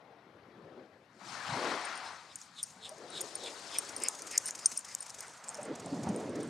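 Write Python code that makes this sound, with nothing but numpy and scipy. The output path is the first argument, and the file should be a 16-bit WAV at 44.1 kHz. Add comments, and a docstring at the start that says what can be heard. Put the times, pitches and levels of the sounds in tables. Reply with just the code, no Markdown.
"""Dog galloping over wet sand

A small dog gallops toward the microphone, passes it and runs off beside small breaking waves.
Sea, spray: noise with random short-time spectra under level curves. Gulps: sines rising in pitch.
Paws, pants: noise puffs, coloured as sand or by mouth resonances. Grit: short dying sines.
Collar tags: noise ticks with dying sines, pitch-shifted by the dog's speed."""
import sys
import numpy as np
from scipy import signal
from scipy.fft import rfft, irfft
from scipy.io import wavfile
from scipy.ndimage import uniform_filter1d

SR = 44100
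rng = np.random.default_rng(int(sys.argv[2]) if len(sys.argv) > 2 else 0)


def pcm_store(signal):
    """Save signal as 16-bit PCM."""
    levels = np.round(np.clip(np.atleast_2d(signal), -1, 1) * 32767)
    wavfile.write(sys.argv[1], SR, levels.astype(np.int16).T)


N = 286209

# Colours of the water layers and of the sand: f/Hz, density/(dB per Hz), relative
THUD_COLOUR = [(40, -38), (70, -11.5), (110, 1), (200, 5.5), (280, 0.5), (500, -44)]
BOOM_COLOUR = [(150, -38), (250, -16), (340, 0), (480, -3), (620, -1), (1000, -13), (3000, -56)]
WASH_COLOUR = [(200, -24), (480, -13.5), (720, 0.5), (1050, 1), (1450, -0.5), (2200, -5.5), (2800, -11.5),
               (4000, -14), (6000, -24), (12000, -95.5)]
FIZZ_COLOUR = [(2000, -9), (3000, -7.5), (4500, -1), (6500, -6.5), (9300, -12.5), (13000, -18)]
RUMBLE_COLOUR = [(20, -27), (55, -5), (85, 1.5), (130, 0), (220, -4), (450, -35), (2000, -14), (6000, -59),
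                 (12500, -19), (14000, -39)]  # far surf
SAND_COLOUR = [(2500, -8), (4000, -7.5), (5500, 0.5), (6500, 3.5), (9300, -2.5), (13000, -5.5)]
# Left-right lean by frequency, bass wraps round the microphone: f/Hz, factor on the lean in dB
LEAN_SHARE = [(200, 0.12), (400, 0.52), (700, 0.78), (1300, 1.43), (2400, 1.7), (4400, 0.94), (9000, 1.5),
              (15000, 0.13)]
# Left-right likeness of the water noise: f/Hz, likeness/1
LIKENESS = [(25, .9), (60, .998), (250, .99), (640, .98), (1400, .94), (3100, .85), (6800, .85),
            (15000, .5)]
# Lean of the sea to the left until the microphone turns: t/s, lean/dB (before share and layer factor)
SEA_LEAN = [(0, 9.5), (1.1, 9.5), (1.4, 6.5), (2.2, 5), (3.3, 8), (3.7, 6.5), (4.45, 5), (5.4, -0.4),
            (6.49, -1)]
# Heavy falls of water: loudest t/s, rise/s, fall/s, level/dB, pitch/(factor on colour)
THUMPS = [(.63, .3, 0.098, -61, 0.77), (1.28, 0.081, 0.13, -55.5, 1.2), (1.48, 0.022, 0.03, -47, 0.86),
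          (1.57, 0.13, 0.065, -44.5, 1.2), (1.66, 0.096, 0.091, -46, 1.7), (1.9, 0.42, 0.18, -59.5, 2),
          (2.76, 0.057, 0.35, -68, 0.94), (5.7, 0.082, 0.029, -56, 0.64), (5.9, 0.11, 0.25, -44, 1.17),
          (6.07, 0.24, 0.078, -39.5, 1), (6.4, 0.98, 0.23, -42.5, 1.16)]
# Surges of breaking waves: crest t/s, rise/s, fall/s, boom level/dB, wash level/dB, foam level/dB,
# pitch/(factor on boom colour)
SURGES = [(0, 0.27, 0.3, -58, -69.5, -99, 1.32), (.75, 0.83, 0.13, -52, -61, -111, 0.83),
          (1.0, 0.73, 0.11, -61.5, -91, -79, 0.91), (1.17, 0.08, 0.14, -62, -84, -66, 0.82),
          (1.212, 0.015, 0.063, -53.5, -57, -55, 2.04), (1.272, 0.016, 0.036, -48, -59, -46, 2),
          (1.33, 0.05, 0.13, -54, -45.5, -48.5, 2), (1.48, 0.067, 0.18, -46, -40.5, -46.5, 1.85),
          (1.658, 0.2, 0.13, -37.5, -36, -45.5, 0.87), (1.85, 0.67, 0.16, -56.5, -39, -48, 1.3),
          (2.05, 0.17, 0.17, -46.5, -48.5, -52.5, 2.13), (2.3, 0.28, 0.39, -72, -61.5, -61, 1.5),
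          (2.93, 0.32, 0.083, -54.5, -59, -60, 1.28), (3.05, 0.15, 0.038, -48, -60, -79, 0.94),
          (3.24, 0.32, 0.052, -47, -51.5, -50.5, 0.8), (3.44, 0.4, 0.12, -48, -58, -49.5, 0.94),
          (3.69, 0.22, 0.22, -64, -53, -48.5, 1.4), (3.98, 0.98, 0.2, -51.5, -49.5, -55.5, 0.83),
          (4.24, 0.25, 0.2, -54, -53.5, -60, 0.83), (4.48, 0.36, 0.27, -58.5, -54.5, -72, 0.86),
          (4.91, 0.25, 0.56, -59.5, -59.5, -61, 1.58), (5.25, 0.29, 0.13, -60, -58, -69, 1.16),
          (5.58, 0.27, 0.19, -49, -52, -82, 1.58), (5.71, 0.16, 0.066, -41, -56.5, -80, 0.69),
          (5.82, 0.28, 0.16, -59, -56, -71, 1.2), (5.94, 0.4, 0.14, -44, -59, -56, 1.1),
          (6.07, 0.038, 0.07, -44, -53, -64, 2.15), (6.2, 0.32, 0.15, -36.5, -51, -60.5, 0.83),
          (6.37, 0.11, 0.15, -38, -50.5, -60, 0.7)]
# Air trapped under falling waves: onset t/s, level/dB (peak 5.3 dB lower), nominal f/Hz
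GULPS = [(0.771, -44, 417), (1.463, -34.5, 856), (1.519, -29, 137), (2.913, -37, 620), (3.038, -46, 493),
         (3.198, -37.5, 372), (4.014, -38.5, 357), (5.583, -29.5, 583), (5.701, -26.5, 312),
         (5.923, -22, 270), (6.076, -40, 390), (6.346, -31, 239)]
# Path of the dog: t/s, speed toward microphone/(m/s), lean to the left/dB
DOG_PATH = [(1.5, -3, -3), (2.5, 7.5, 2), (4.0, 6, 1.5), (4.5, 3.5, 1.5), (4.8, 1.5, 2.5), (5.1, -2.5, 3),
            (5.6, -4, 1.5), (6.49, -4, -0.5)]
# Sand and water thrown up by each bound: loudest t/s, rise/s, fall/s, level/dB
BOUNDS = [(2.41, 0.093, 0.064, -54.5), (2.65, 0.13, 0.11, -53), (2.88, .1, 0.12, -59.5),
          (3.16, 0.035, 0.33, -53.5), (3.48, 0.067, 0.2, -52), (3.77, 0.16, 0.24, -49),
          (4.05, 0.12, 0.36, -49.5), (4.33, 0.071, 0.031, -44.5), (4.48, 0.16, 0.035, -43),
          (4.74, 0.31, 0.071, -45.5), (4.92, 0.1, 0.041, -48), (5.02, 0.082, 0.13, -53),
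          (5.21, 0.18, 0.19, -53), (5.5, 0.11, 0.13, -54), (5.64, 0.078, 0.059, -59),
          (5.8, 0.097, 0.59, -63), (6.22, 0.47, 0.1, -57), (6.45, 0.13, .1, -58)]
# Paw scuffs: t/s, peak level/dB
PAWS = [(2.702, -38), (2.98, -43), (3.435, -36), (3.594, -37), (3.741, -34.5), (3.848, -38), (3.8903, -32),
        (3.9777, -34), (4.019, -29), (4.149, -32), (4.19, -28.5), (4.27, -31), (4.311, -27), (4.408, -39),
        (4.482, -27.5), (4.551, -27), (4.59, -26.5), (4.717, -27), (4.847, -30.5), (4.885, -31.5),
        (4.9833, -35), (5.0226, -34), (5.062, -33.5), (5.095, -32), (5.144, -30.5), (5.186, -32.5),
        (5.226, -37.5), (5.293, -40), (5.335, -37), (5.372, -37.5), (5.44, -31.5), (5.477, -34),
        (5.5706, -37), (5.612, -42), (5.754, -35.5), (5.7976, -36.5), (5.904, -41), (5.945, -38.5),
        (6.0335, -35), (6.0894, -37), (6.201, -39), (6.3553, -34.5), (6.404, -37)]
# Pants: loudest t/s, level/dB, mouth resonance f/Hz, lower resonance level/dB re mouth,
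# upper resonance level/dB re mouth, length scale/s
PANTS = [(2.075, -50, 4030, -20, -1, 0.043), (2.322, -58.5, 3560, -16, -2, 0.048),
         (2.597, -45.5, 3660, -26, -13, 0.05), (2.861, -44, 3520, -26, -14, 0.059),
         (3.178, -41.5, 3640, -15, -12, 0.086), (3.468, -42, 3510, -1, -14, 0.083),
         (3.759, -44.5, 3240, 4, -2.5, 0.079), (4.063, -41.5, 2270, -20, 1, 0.063),
         (4.359, -42.5, 2100, -16, -1.5, 0.067), (4.492, -41.5, 1740, -22, -4, 0.0088),
         (4.628, -60.5, 1930, 10, 9.5, 0.08), (4.921, -55.5, 1940, -13, 0.5, 0.11),
         (5.241, -58, 1900, 7, -7, 0.073)]
# Tag clinks: t/s, tick level/dB, ring level/dB, high ring level/dB, tick centre f/Hz
CLINKS = [(1.8134, -57, -49, -84, 5500), (1.8513, -60, -37.5, -76, 5640), (1.955, -41, -46, -76, 5320),
          (1.9753, -36, -42.5, -56, 5000), (2.357, -26, -38.5, -41, 6740), (2.415, -31, -59, -66, 6360),
          (2.6294, -23.5, -27, -25, 7300), (2.6358, -27.5, -33, -49, 5540), (2.892, -31, -43, -43, 6000),
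          (3.102, -53, -45, -72, 4910), (3.207, -25, -45, -50, 7100), (3.2123, -30, -30, -24.5, 6800),
          (3.3538, -35, -29, -39, 5000), (3.7851, -21.5, -22, -22, 5900), (3.964, -29, -32, -37, 5640),
          (4.001, -36, -44, -42, 5350), (4.0358, -17.5, -26, -31, 7860), (4.085, -8.5, -31, -28, 7280),
          (4.2203, -29, -40.5, -41, 5540), (4.312, -39, -41, -39, 6900), (4.3245, -36, -54, -60, 8000),
          (4.377, -13.5, -25.5, -18, 6160), (4.3791, -6.5, -38, -40, 6400), (4.3835, -21, -44, -50, 8300),
          (4.4575, -28, -30, -30, 6700), (4.463, -40, -30.5, -62, 8200), (4.475, -41, -34, -60, 7200),
          (4.4832, -36, -36, -34, 6170), (4.508, -22, -43, -40, 6840), (4.551, -34, -60, -60, 6300),
          (4.6584, -10.5, -15, -47, 6030), (4.665, -28, -50, -65, 6360), (4.774, -29, -26, -35, 5600),
          (4.7757, -30, -33, -44, 5550), (4.7912, -26, -41, -40, 7600), (4.8075, -43, -57, -70, 8300),
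          (4.942, -37, -60, -60, 8000), (4.9492, -17.5, -53, -30, 7200), (5.0053, -45, -32.5, -50, 5370),
          (5.027, -41, -39, -69, 8100), (5.1031, -28.5, -47, -48, 5500), (5.206, -30, -39, -34, 6400),
          (5.272, -43, -55, -70, 8500), (5.281, -36, -57, -70, 8300), (5.485, -26.5, -43, -66, 7740),
          (5.491, -24.5, -39, -65, 7600), (5.4999, -37, -45, -69, 6860), (5.5447, -29.5, -43, -75, 5900),
          (5.5523, -33, -53, -72, 6300), (5.63, -35, -42.5, -78.5, 7650), (5.652, -35, -48, -86, 7900),
          (5.86, -32.5, -44.5, -75, 7700), (6.0887, -38, -45, -78, 6490), (6.1612, -34, -40.5, -51, 8260),
          (6.294, -44, -51, -75, 8500), (6.43, -44, -42, -52, 7800), (6.476, -45, -60, -60, 8500)]
# Modes of the tags, low and high: f/Hz, level/dB re ring, nominal 60 dB fall/s
TAG_MODES = [(8860, 3, .021), (8980, -21, .045), (5330, -12, .022)]
TAG_HIGH_MODES = [(12100, 0, 0.013), (12900, -1, .011), (10900, 3.5, 0.006)]
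# Response of the microphone: f/Hz, gain/dB
MICROPHONE = [(25, -49), (60, -18), (90, -2), (9400, -0.5), (10200, -9), (12800, -15), (14000, -23),
              (16000, -30)]

RUMBLE_DB = -69.5
CALM_THUD_DB, CALM_BOOM_DB, CALM_WASH_DB, CALM_FOAM_DB = -68, -76.5, -63.5, -83.5  # between surges
BOOM_POWER, WASH_POWER, FOAM_POWER = 1.4, 0.74, 0.78  # on surge shape: boom gathers, foam spreads
WASH_BEND_POWER = 0.12  # wash slightly follows the boom's pitch
FOAM_LAG_S, FOAM_SOFT_S = 0.0043, 0.056  # foam comes later and swells more softly
STILL_DB = -89  # spray between bounds
GRIT_PER_S, GRIT_DB = 90, 3  # grains and drops landing; dB re spray level
SCUFF_HALF_RISE_S, SCUFF_LENGTH_S = .0035, .011
UPPER_HZ, HISS_DB = 5100, -9  # second mouth resonance; hiss re mouth resonance
GLIDE_OCTAVES = -0.16  # per length of a pant: the mouth closes in
LOWER_SHARE, LOWER_LATE = 0.765, 0.14  # lower resonance: factor on mouth Hz, opening in pant lengths
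PANT_LEAD_S = .12
DAMPING_OCTAVES, DETUNE = .3, .01  # largest stray of decay and pitch (share) per blow
HOLD_POWER = 1.4  # ring holds a moment, then the tags smother each other
SWING_DB = 4.5  # swinging tags throw the high ring left or right, largest gain per side
SOUND_M_PER_S = 343
EDGE_HZ = 16300


def gain_of(db):
    """Decibels to amplitude gain."""
    return 10 ** (np.asarray(db) / 20)


def evened(x):
    """Scales to rms 1."""
    return x / np.sqrt(np.mean(x ** 2) + 1e-20)


def read(points, hz):
    """Reads a (Hz, value) table on a log-frequency axis."""
    f, value = np.transpose(points)
    return np.interp(np.log(hz + 1), np.log(f + 1), value)


def curves(rows):
    """Each value column of a (s, value, ..) table at every sample."""
    s, *columns = np.transpose(rows)
    return [np.interp(np.arange(N) / SR, s, c) for c in columns]


def add(mix, s, sound):
    """Adds a sound at time s."""
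    part = mix[round(s * SR):][:len(sound)]
    part += sound[:len(part)]


def swells(rows):
    """One shape a row of (peak s, rise s, fall s, ..), per ms: straight rise to 1, rounded fall."""
    s, rise, fall = np.array(rows)[:, :3].T[:, :, None]
    t = np.arange(0, N / SR + .002, .001) - s
    return np.where(t < 0, np.clip(1 + t / abs(rise), 0, 1), np.exp(-(t / fall) ** 2))


def per_sample(x):
    """Milliseconds to samples."""
    return np.interp(np.arange(N) / SR, np.arange(len(x)) / 1000, x)


def swell_power(rows, column, shape_power):
    """Power of each swell, peaking at the dB in the column."""
    return (gain_of(np.array(rows)[:, column, None]) * swells(rows) ** shape_power) ** 2


def level(rows, column, calm_db, shape_power=1):
    """Level in dB of all swells, added in power over a calm floor."""
    power = swell_power(rows, column, shape_power)
    return per_sample(10 * np.log10(power.sum(axis=0) + gain_of(calm_db) ** 2))


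def pitch_of(rows, shape_power=1):
    """Pitch factor (last column), weighted by swell power (column 3)."""
    share = swell_power(rows, 3, shape_power) + 1e-12
    pitch = (share * np.array(rows)[:, -1:]).sum(axis=0) / share.sum(axis=0)
    return np.clip(per_sample(pitch), .3, 3)


def resonate(x, hz, width_hz):
    """Resonance of gain 1: shifts the curve hz to zero, smooths, shifts back."""
    turn = np.exp(2j * np.pi * np.cumsum(hz * np.ones(len(x))) / SR)
    r = np.exp(-np.pi * width_hz / SR)
    return 2 * (turn * signal.lfilter([1 - r], [1, -r], x / turn + 1e-18)).real


def water(colour, level_db, lean_db, patchy_db, flicker_db, size, pitch=np.ones(N)):
    """Random short-time spectra with drifting patches and flicker shared by all bands."""
    frames, hz = 4 * N // size + 5, np.fft.rfftfreq(size, 1 / SR)
    at = np.minimum(np.arange(frames) * size // 4, N - 1)
    a, b, c, d, patches = rng.standard_normal((frames, len(hz), 5)).T
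    patches = uniform_filter1d(patches, size=3, axis=0)  # over frequency
    patches = evened(uniform_filter1d(patches, size=14, axis=1))  # over time
    flicker = evened(uniform_filter1d(rng.standard_normal(frames), size=3))

    same = np.clip(read(LIKENESS, hz), -1, 1)[:, None]
    left = a + 1j * b
    right = same * left + np.sqrt(1 - same ** 2) * (c + 1j * d)
    shape = gain_of(read(colour, hz[:, None] / pitch[at]))
    shape = shape / np.linalg.norm(shape, axis=0)
    z = np.array([left, right]) * shape * gain_of(patchy_db * patches + flicker_db * flicker)

    lean = gain_of(read(LEAN_SHARE, hz)[:, None] * lean_db[at] / 2)
    z = np.array([z[0] * lean, z[1] / lean])
    z /= np.sqrt((lean ** 2 + lean ** -2) / 2)  # lean keeps the power
    noise = signal.istft(z, nperseg=size, noverlap=3 * size // 4)[1][:, :N]
    return gain_of(level_db) * evened(noise)


def sea():
    """Noise bands: thud, boom, wash and fizz of the waves over steady far surf."""
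    lean_db = curves(SEA_LEAN)[0]
    thud_db = level(THUMPS, column=3, calm_db=CALM_THUD_DB)
    boom_db = level(SURGES, column=3, calm_db=CALM_BOOM_DB, shape_power=BOOM_POWER)
    wash_db = level(SURGES, column=4, calm_db=CALM_WASH_DB, shape_power=WASH_POWER)
    foam_db = level(SURGES, column=5, calm_db=CALM_FOAM_DB, shape_power=FOAM_POWER)
    foam_db = uniform_filter1d(foam_db, size=round(FOAM_SOFT_S * SR))
    foam_db = np.interp(np.arange(N) - FOAM_LAG_S * SR, np.arange(N), foam_db)
    boom_pitch = pitch_of(SURGES, BOOM_POWER)
    wash_pitch = pitch_of(SURGES, WASH_POWER) ** WASH_BEND_POWER

    thud = water(THUD_COLOUR, thud_db, lean_db, patchy_db=1.5, flicker_db=3.5, size=1024,
                 pitch=pitch_of(THUMPS))
    boom = water(BOOM_COLOUR, boom_db, lean_db, patchy_db=2.0, flicker_db=-0.5, size=512,
                 pitch=boom_pitch)
    wash = water(WASH_COLOUR, wash_db, lean_db, patchy_db=1.87, flicker_db=0.72, size=512,
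                 pitch=wash_pitch)
    fizz = water(FIZZ_COLOUR, foam_db, 1.18 * lean_db, patchy_db=2.3, flicker_db=0.76, size=256)
    rumble = water(RUMBLE_COLOUR, RUMBLE_DB, 0.21 * lean_db, patchy_db=1.5, flicker_db=0.8, size=1024)
    return thud + boom + wash + fizz + rumble


def gulps():
    """Each trapped pocket of air rings for a few cycles, rising in pitch."""
    out, t = np.zeros(N), np.arange(4000) / SR
    swell = (t / 0.013) ** 2 * np.exp(2 - 2 * t / 0.0096)
    for s, db, hz in GULPS:
        add(out, s, gain_of(db) * swell * np.sin(2 * np.pi * hz * t * (.97 + 1.5 * t)))
    return out


def spray_level():
    """Level in dB of the sand and water in the air."""
    return level(BOUNDS, column=3, calm_db=STILL_DB)


def spray(lean_db):
    """Sand-coloured noise swelling with each bound."""
    return water(SAND_COLOUR, spray_level(), lean_db, patchy_db=3.5, flicker_db=0.5, size=256)


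def grit():
    """Sparse dry ticks: dying sines of uneven size that follow the spray."""
    t = np.arange(200) / SR
    lands = rng.random(N) < GRIT_PER_S / SR
    sizes = lands * gain_of(5.0 * np.minimum(rng.exponential(1, N), 3))
    kinds, out = rng.integers(0, 3, N), np.zeros(N)
    for k, hz in enumerate([5600, 7000, 8500]):
        tick = np.sin(2 * np.pi * hz * t) * gain_of(-60 * t / 0.0017)
        out += signal.oaconvolve(sizes * (kinds == k), tick)[:N]
    return out * gain_of(spray_level() + GRIT_DB)


def paws():
    """Each paw throws up a gritty puff: spiky sand-coloured noise, quick bite, rounded fall."""
    out, t = np.zeros(N), np.arange(4096) / SR
    colour = gain_of(read(SAND_COLOUR, np.fft.rfftfreq(len(t), 1 / SR)))
    shape = np.minimum(t / SCUFF_HALF_RISE_S / 2, 1) * np.exp(-(t / SCUFF_LENGTH_S) ** 2)
    for s, db in PAWS:
        noise = rng.standard_normal(len(t))
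        grains = gain_of(1.8 * rng.exponential(1, len(t)))
        scuff = shape * irfft(rfft(noise * grains) * colour)
        add(out, s - SCUFF_HALF_RISE_S, gain_of(db) * scuff / abs(scuff).max())
    return out


def two_resonances(air, hz, narrow_hz, wide_hz):
    """Air through two resonances in series, at rms 1."""
    return evened(resonate(resonate(air, hz, narrow_hz), hz, wide_hz))


def panting():
    """Rough air through the resonances of the open mouth, swelling slowly and stopping faster."""
    out = np.zeros(N)
    for s, db, hz, lower_db, upper_db, length_s in PANTS:
        air, flutter = rng.standard_normal((2, 8192))
        u = (np.arange(len(air)) / SR - PANT_LEAD_S) / length_s  # 0 at the loudest
        swell = np.exp(-abs(u / np.where(u < 0, .5, .3)) ** 1.33)
        air = air * gain_of(1.8 * evened(uniform_filter1d(flutter, size=90)))
        hz = hz * 2 ** (GLIDE_OCTAVES * np.clip(u, -1, 1))
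        mouth = two_resonances(air, hz, 600, 1200)
        upper = two_resonances(air, UPPER_HZ, 400, 900)
        lower = two_resonances(air, LOWER_SHARE * hz, 700, 1400) / (1 + np.exp(-u / LOWER_LATE))
        hiss = evened(resonate(resonate(air, 6900, 3200), 8300, 3900))
        breath = mouth + gain_of(lower_db) * lower + gain_of(upper_db) * upper + gain_of(HISS_DB) * hiss
        add(out, s - PANT_LEAD_S, gain_of(db) * swell * breath)
    return out


def ringing(modes, t, shift, chance):
    """Dying sines, quick soft start; the touch of the other tag damps and detunes each blow anew."""
    rings = np.zeros(len(t))
    for (hz, db, t60), (phase, touch, bend) in zip(modes, chance):
        fall = (t / t60 * 2 ** (DAMPING_OCTAVES * touch)) ** HOLD_POWER
        mode_hz = hz * shift * (1 + DETUNE * bend)
        rings += gain_of(db - 60 * fall) * np.sin(2 * np.pi * (mode_hz * t + phase))
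    return rings * (1 - np.exp(-t / 0.00038))


def tick_of(hz, t):
    """Short broad noise burst around hz, peak 1, with the snap of the blow."""
    noise = rng.standard_normal(len(t))
    burst = noise * gain_of(-60 * t / 0.0062) * (1 - np.exp(-t / 0.0001))
    tick = resonate(resonate(burst, hz, 1200), hz, 2600) + .15 * burst
    # a small thing radiates no bass
    tick = signal.lfilter(*signal.butter(8, 5000, "high", fs=SR), tick)
    snap = signal.lfilter(*signal.butter(2, 3200, "high", fs=SR), burst * gain_of(-60 * t / .004))
    tick = tick + .045 * snap
    return tick / abs(tick).max()


def collar():
    """Each clink is a tick and the ring of the tags, Doppler-shifted by the dog's speed."""
    out, t, speed = np.zeros((2, N)), np.arange(3000) / SR, curves(DOG_PATH)[0]
    for s, tick_db, ring_db, high_db, hz in CLINKS:
        chance = rng.uniform(-1.0, 1, (6, 3))
        shift = 1 + speed[round(s * SR)] / SOUND_M_PER_S
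        clink = gain_of(tick_db) * tick_of(hz, t)
        clink += gain_of(ring_db) * ringing(TAG_MODES, t, shift, chance[:3])
        high = gain_of(high_db) * ringing(TAG_HIGH_MODES, t, shift, chance[3:])
        swing = gain_of(SWING_DB * chance[5, 0])
        add(out[0], s, clink + high * swing)
        add(out[1], s, clink + high / swing)
    return out


def scene():
    """The sea, then the spray and the dog, placed left or right."""
    lean_db = curves(DOG_PATH)[1]
    dog = collar() + paws() + grit() + panting()
    dog = dog * gain_of([lean_db / 2, -lean_db / 2])
    return sea() + gulps() + spray(lean_db) + dog


def record(dry):
    """Colour of the microphone, then the band limit."""
    hz = np.linspace(0, SR / 2, 2049)
    response = signal.firwin2(2047, hz, gain_of(read(MICROPHONE, hz)), fs=SR)
    heard = signal.oaconvolve(dry, response[None], "same")
    limit = signal.firwin(511, EDGE_HZ, window=("kaiser", 9), fs=SR)
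    return signal.oaconvolve(heard, limit[None], "same")


dry = scene()
out = record(dry)
pcm_store(out)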